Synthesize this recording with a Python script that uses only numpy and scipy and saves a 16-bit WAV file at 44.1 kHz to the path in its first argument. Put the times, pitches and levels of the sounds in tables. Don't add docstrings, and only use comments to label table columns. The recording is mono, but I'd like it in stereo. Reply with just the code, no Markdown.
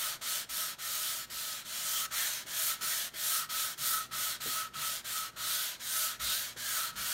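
import sys
import numpy as np
from scipy import signal
from scipy.fft import rfft, irfft, next_fast_len
from scipy.io import wavfile
from scipy.ndimage import uniform_filter1d, map_coordinates

SR = 44100
rng = np.random.default_rng(int(sys.argv[2]) if len(sys.argv) > 2 else 0)


def file_out(sig):
    cols = np.atleast_2d(sig).T
    lim = np.clip(cols, -1, 1)
    pcm = np.round(lim * 32767).astype(np.int16)
    wavfile.write(sys.argv[1], SR, pcm)


N = 314433
TIME = np.arange(N) / SR


def sanding(ring_near_db=0.5, ring_far_db=-26):
    level_db, brightness_db, place, hull_db, hollow_db = strokes()
    hull_db = hull_db + ring_near_db + (ring_far_db - ring_near_db) * place
    hull = amp(hull_db - 0.12 * brightness_db) * hull_ring()
    block = amp(-0.5 * brightness_db) * block_ring()
    hollow = amp(hollow_db - 0.21 * brightness_db) * hollow_tone(place)
    return amp(level_db) * (scrape(brightness_db) + hull + block + hollow + resonant_swells())


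# hull_db, hollow_db, nudge_db
STROKES = [(-0.1, 0.28, -39, 0.53, 0.53, 0.82, -25, -0.5, 0.34, -2.5, -16, -80.0),
           (0.209, 0.25, -38.5, 0.39, 0.57, 0.91, -25.0, -0.0, 0.7, -2, -25, -71),
           (0.487, 0.27, -39, 0.25, 0.43, 0.65, -27, 0.5, 0.56, 5, -19.0, -62),
           (0.779, 0.48, -39.5, 0, 0.51, 0.41, -23, 1.5, 0.61, 5, -23.0, -77),
           (1.294, 0.34, -42, 0.11, 0.42, 0.43, -14.5, 0, 0.55, 2.5, -24.0, -64),
           (1.646, 0.42, -39.0, 0.0, 0.8, 0.31, -23, 1.0, 0.088, -1, -21, -68),
           (2.104, 0.34, -38.0, 0, 0.37, 0.57, -21, 0.5, 0.77, -7.5, -14.5, -66),
           (2.459, 0.32, -36.5, 0.34, 0.67, 1.27, -18, 2.5, 0.26, 1.5, -13, -67.0),
           (2.805, 0.29, -38, 0.13, 0.38, 0.42, -23, 1, 0.9, 0.0, -11.5, -67),
           (3.133, 0.34, -37.0, 0.27, 0.6, 1.01, -25, 3, 0.19, 5, -12, -74),
           (3.487, 0.262, -38.5, 0.079, 0.42, 0.45, -21, 1.5, 0.49, -0.5, -11.5, -65),
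           (3.772, 0.31, -38.0, 0.35, 0.43, 1.1, -27, 2.5, 0.05, 1.0, -21, -60),
           (4.107, 0.27, -38.0, 0.045, 0.49, 0.63, -21.5, 0.5, 0.45, -3.5, -15.5, -59),
           (4.4, 0.3, -40.0, 0.56, 0.46, 0.94, -26, 0.5, 0.03, 1.0, -16, -64),
           (4.733, 0.29, -39, 0.17, 0.54, 0.8, -21, 0, 0.56, -3, -15.0, -56),
           (5.039, 0.27, -41.0, 0.27, 0.44, 0.7, -24.5, 0.5, 0.13, 0.5, -10.5, -67),
           (5.358, 0.418, -38.5, 0.14, 0.52, 0.76, -23, 1.5, 0.57, -4, -10, -60.0),
           (5.793, 0.39, -38.0, 0.29, 0.54, 1.2, -24.0, 2.5, 0.084, -4, -10.5, -64),
           (6.191, 0.35, -38.5, 0.11, 0.35, 0.65, -25, 1.5, 0.72, -3.5, -10.0, -53.5),
           (6.558, 0.36, -38, 0, 0.56, 0.57, -20, 1, 0.067, -3, -6.5, -61),
           (6.952, 0.347, -38, 0.04, 0.48, 0.45, -20, -0.0, 0.66, -8, -9.5, -51)]

def strokes(origin=0.2, break_free_s=0.009, uneven_db=0.5, bright_per_db=0.62, dullest_db=-8):
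    speed, place, which = np.zeros(N), np.full(N, origin), np.zeros(N, int)
    for k, (start, length, _, jerk, peak, arch, _, _, goal, *_) in enumerate(STROKES):
        now = TIME >= start
        age = TIME[now] - start
        done = np.clip(age / length, 0, 1)
        swing = np.pi * done * (1 - peak) / (done * (1 - peak) + (1 - done) * peak)
        freed = np.minimum(age / break_free_s, 1)
        speed[now] = freed * abs(np.sin(swing) + jerk * (1 - done) ** 2) ** arch
        place[now] = origin + (goal - origin) * (1 - np.cos(swing)) / 2
        which[now], origin = k, goal
    start, length, level_db, _, _, _, creep_db, bright_db, _, hull_db, hollow_db, _ = np.transpose(STROKES)
    creep = amp(np.interp(TIME, start + length, creep_db))
    speed_db = 20 * np.log10(np.hypot(speed, creep))
    pressure_db = uneven_db * wander(22)
    brightness_db = bright_db[which] + np.maximum(bright_per_db * speed_db, dullest_db)
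    return level_db[which] + speed_db + pressure_db, brightness_db, place, hull_db[which], hollow_db[which]


def grit(per_s=30000, spread_db=1.1, chatter_db=0.22, chatter_per_s=260):
    size = amp(spread_db * np.minimum(rng.exponential(1, N), 4)) * rng.standard_normal(N)
    clicks = size * (rng.random(N) < per_s / SR)
    return unit_rms(clicks * amp(chatter_db * wander(chatter_per_s)))


# frequency_hz, relative_db
SCRAPE_SPECTRUM = [(100, -22), (400, -23.5), (800, -13), (1100, -8), (1750, -0.5), (2650, -2.5),
                   (3200, 1.5), (4400, 3), (4950, -1.5), (5400, 0.5), (7100, 1), (7700, -1.5), (8500, 0.5),
                   (9500, 0), (10450, -4.5), (11600, 0), (15800, -3.5)]
# frequency_hz, gain_db_per_brightness_db
SPEED_TILT = [(500, -2), (2000, -0.64), (4300, 0), (7000, 0.33), (10000, 0.93), (16000, 1.17)]

def scrape(brightness_db, gain_db=4.0, patchy_db=1.1):
    hz, t, hiss = signal.stft(colour(grit(), SCRAPE_SPECTRUM), SR, nperseg=256)
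    tilt_db = read(SPEED_TILT, hz)[:, None] * np.interp(t, TIME, brightness_db + 0.5)
    patches = uniform_filter1d(rng.standard_normal(hiss.shape), size=4, axis=0)
    patches = unit_rms(uniform_filter1d(patches, size=36, axis=1))
    shaped = hiss * amp(tilt_db + patchy_db * patches)
    return amp(gain_db) * signal.istft(shaped, SR, nperseg=256)[1][:N]


# pitch_hz, width_hz, relative_db
HULL_MODES = [(1297.7, 30.5, 2.5), (1310, 140, -11), (1483, 9.2, -13), (1884, 71, -9.5)]

def hull_ring():
    return sum(amp(db) * sing(rng.standard_normal(N), hz, width) for hz, width, db in HULL_MODES)


# pitch_hz, width_hz, relative_db
BLOCK_MODES = [(632.4, 33, -21), (584, 46, -32.5), (686, 29, -29.5), (958, 112, -25.5), (1474, 38, -18.5),
               (3086, 47, -17), (3303, 115, -14.5)]

def block_ring():
    drag = grit()
    return sum(amp(db) * resonate(drag, hz, width) for hz, width, db in BLOCK_MODES)


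def hollow_tone(place, near_hz=1410, far_hz=1895, bend=1.77):
    return sing(grit(), near_hz + (far_hz - near_hz) * place ** bend, width_hz=110)


def sing(x, hz, width_hz, steadiness=0.27):
    ring = resonate(x, hz, width_hz)
    power = abs(uniform_filter1d(ring ** 2, size=300))
    return unit_rms(ring / (power + 0.1) ** (steadiness / 2))


# centre_s, spread_s, pitch_hz, width_hz, relative_db
RESONANT_SWELLS = [(1.045, 0.042, 3100, 450, -6), (1.5, 0.2, 7340, 600, -10), (1.95, 0.16, 6450, 1400, -4),
                   (1.99, 0.045, 3140, 150, -3), (2.18, 0.11, 1800, 577, -6.5), (2.34, .07, 6100, 450, -4),
                   (2.925, .02, 1900, 90, -4), (5.537, 0.11, 3670, 900, -3), (6.297, 0.078, 3850, 650, 2)]

def resonant_swells():
    out, clicks = np.zeros(N), grit()
    for centre, spread, hz, width, db in RESONANT_SWELLS:
        pole = np.exp((2j * np.pi * hz - np.pi * width) / SR)
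        ring = signal.lfilter([1, 0, -1], np.poly([pole, pole.conjugate()]).real, clicks)
        out += amp(db) * swell(centre, spread) * unit_rms(ring)
    return out


# start_s, level_db, pitch_factor
KNOCKS = [(2.452, -56, 0.83), (2.829, -51, 0.89), (3.138, -53, 0.88), (4.459, -42, 1), (4.477, -46, 0.6),
          (6.561, -49.5, 1.1)]
# base_pitch_hz, relative_db, t60_s
KNOCK_MODES = [(244, -3, 0.12), (376, -2.5, 0.1), (448, 3.5, 0.056), (748, -6, 0.059)]

def knocks(rise_s=0.00097):
    out, t = np.zeros(N), np.arange(SR // 5) / SR
    for start, db, pitch in KNOCKS:
        ring = sum(amp(db + mode_db - 60 * t / t60) * np.sin(2 * np.pi * hz * pitch * t)
                   for hz, mode_db, t60 in KNOCK_MODES)
        part = out[round(start * SR):][:len(t)]
        part += (ring * (1 - np.exp(-t / rise_s)))[:len(part)]
    return out


# frequency_hz, relative_db
NUDGE_SPECTRUM = [(10, -55), (27, -25), (42, -4), (60, 12), (90, -7), (150, 5.5), (230, -6.5), (400, -20),
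                  (1000, -59)]

def nudges(delay_s=0.045, spread_s=0.044, gain_db=-1):
    pushes = sum(amp(db) * swell(start + delay_s, spread_s) for start, *_, db in STROKES)
    return amp(gain_db) * pushes * colour(rng.standard_normal(N), NUDGE_SPECTRUM)


def bench_echoes(x, near_s=0.002, far_s=0.012, travel_s=0.001403, gain=0.16, count=5):
    turns = [start for start, *_ in STROKES]
    away = (1 - np.cos(np.pi * np.interp(TIME, turns, np.arange(len(turns))))) / 2
    delays = [rng.uniform(near_s, far_s) + travel_s * rng.uniform(0.495, 1) * away for _ in range(count)]
    echoes = sum(map_coordinates(x, [(TIME - delay) * SR], order=3) for delay in delays)
    return (x + gain * echoes) / np.sqrt(1 + count * gain ** 2)


# frequency_hz, t60_s
ROOM_DECAY = [(150, 0.85), (1000, 0.32), (4000, 0.2), (16000, 0.17)]

def workshop(x, tail_db=-16, gap_s=0.006):
    t = np.arange(SR // 2) / SR
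    hz, age, noise = signal.stft(rng.standard_normal(len(t)) * (t > gap_s), SR, nperseg=256)
    decay = amp(-60 * age / read(ROOM_DECAY, hz)[:, None])
    tail = signal.istft(noise * decay, SR, nperseg=256)[1][:len(t)]
    return x + signal.fftconvolve(x, amp(tail_db) * tail / np.linalg.norm(tail))[:N]


# pitch_hz, mean_level_db
HUM_PARTIALS = [(59, -75), (120, -71.5), (240, -74), (359, -78.5)]

def mains_hum(waver_db=1.8, approach_db=7.0):
    hum = sum(amp(db) * np.sqrt(2) * np.sin(2 * np.pi * (hz * TIME + rng.random()))
              for hz, db in HUM_PARTIALS)
    return hum * amp(waver_db * wander(3.83) + approach_db * (TIME / TIME[-1] - 0.5))


# frequency_hz, relative_db
AIR_SPECTRUM = [(10, -60), (30, -36), (44, -20), (75, -13), (95, -1), (150, 3), (290, -3), (600, -4),
                (1500, -11), (5000, -21.5), (16000, -38)]

def room_air(level_db=-63):
    return amp(level_db) * colour(rng.standard_normal(N), AIR_SPECTRUM)


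def amp(db):
    return 10 ** (np.asarray(db) / 20)


def unit_rms(x):
    return x / np.sqrt(np.mean(x ** 2) + 1e-20)


def read(points, hz):
    f, value = np.transpose(points)
    return np.interp(np.log(hz + 1), np.log(f + 1), value)


def colour(x, spectrum):
    size = next_fast_len(N)
    gain = amp(read(spectrum, np.fft.rfftfreq(size, 1 / SR)))
    return unit_rms(irfft(rfft(x, size) * gain, size)[:N])


def swell(centre_s, spread_s):
    return np.exp(-((TIME - centre_s) / spread_s) ** 2 / 2)


def wander(per_s):
    return unit_rms(map_coordinates(rng.standard_normal(8192), [TIME * per_s], order=3, mode="wrap"))


def resonate(x, hz, width_hz):
    carrier = np.exp(2j * np.pi * np.cumsum(hz * np.ones(N)) / SR)
    baseband = x / carrier
    for width in (width_hz, 5 * width_hz):
        pole = np.exp(-np.pi * width / SR)
        baseband = signal.lfilter([1 - pole], [1, -pole], baseband)
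    return unit_rms((carrier * baseband).real)


def scene():
    at_bench = bench_echoes(sanding()) + knocks() + nudges()
    mono = workshop(at_bench) + mains_hum() + room_air()
    return np.array([mono, mono])


def record(dry):
    lowpass = signal.firwin(511, 15780, window=("kaiser", 9), fs=SR)
    return signal.oaconvolve(dry, lowpass[None], "same")


dry = scene()
out = record(dry)
file_out(out)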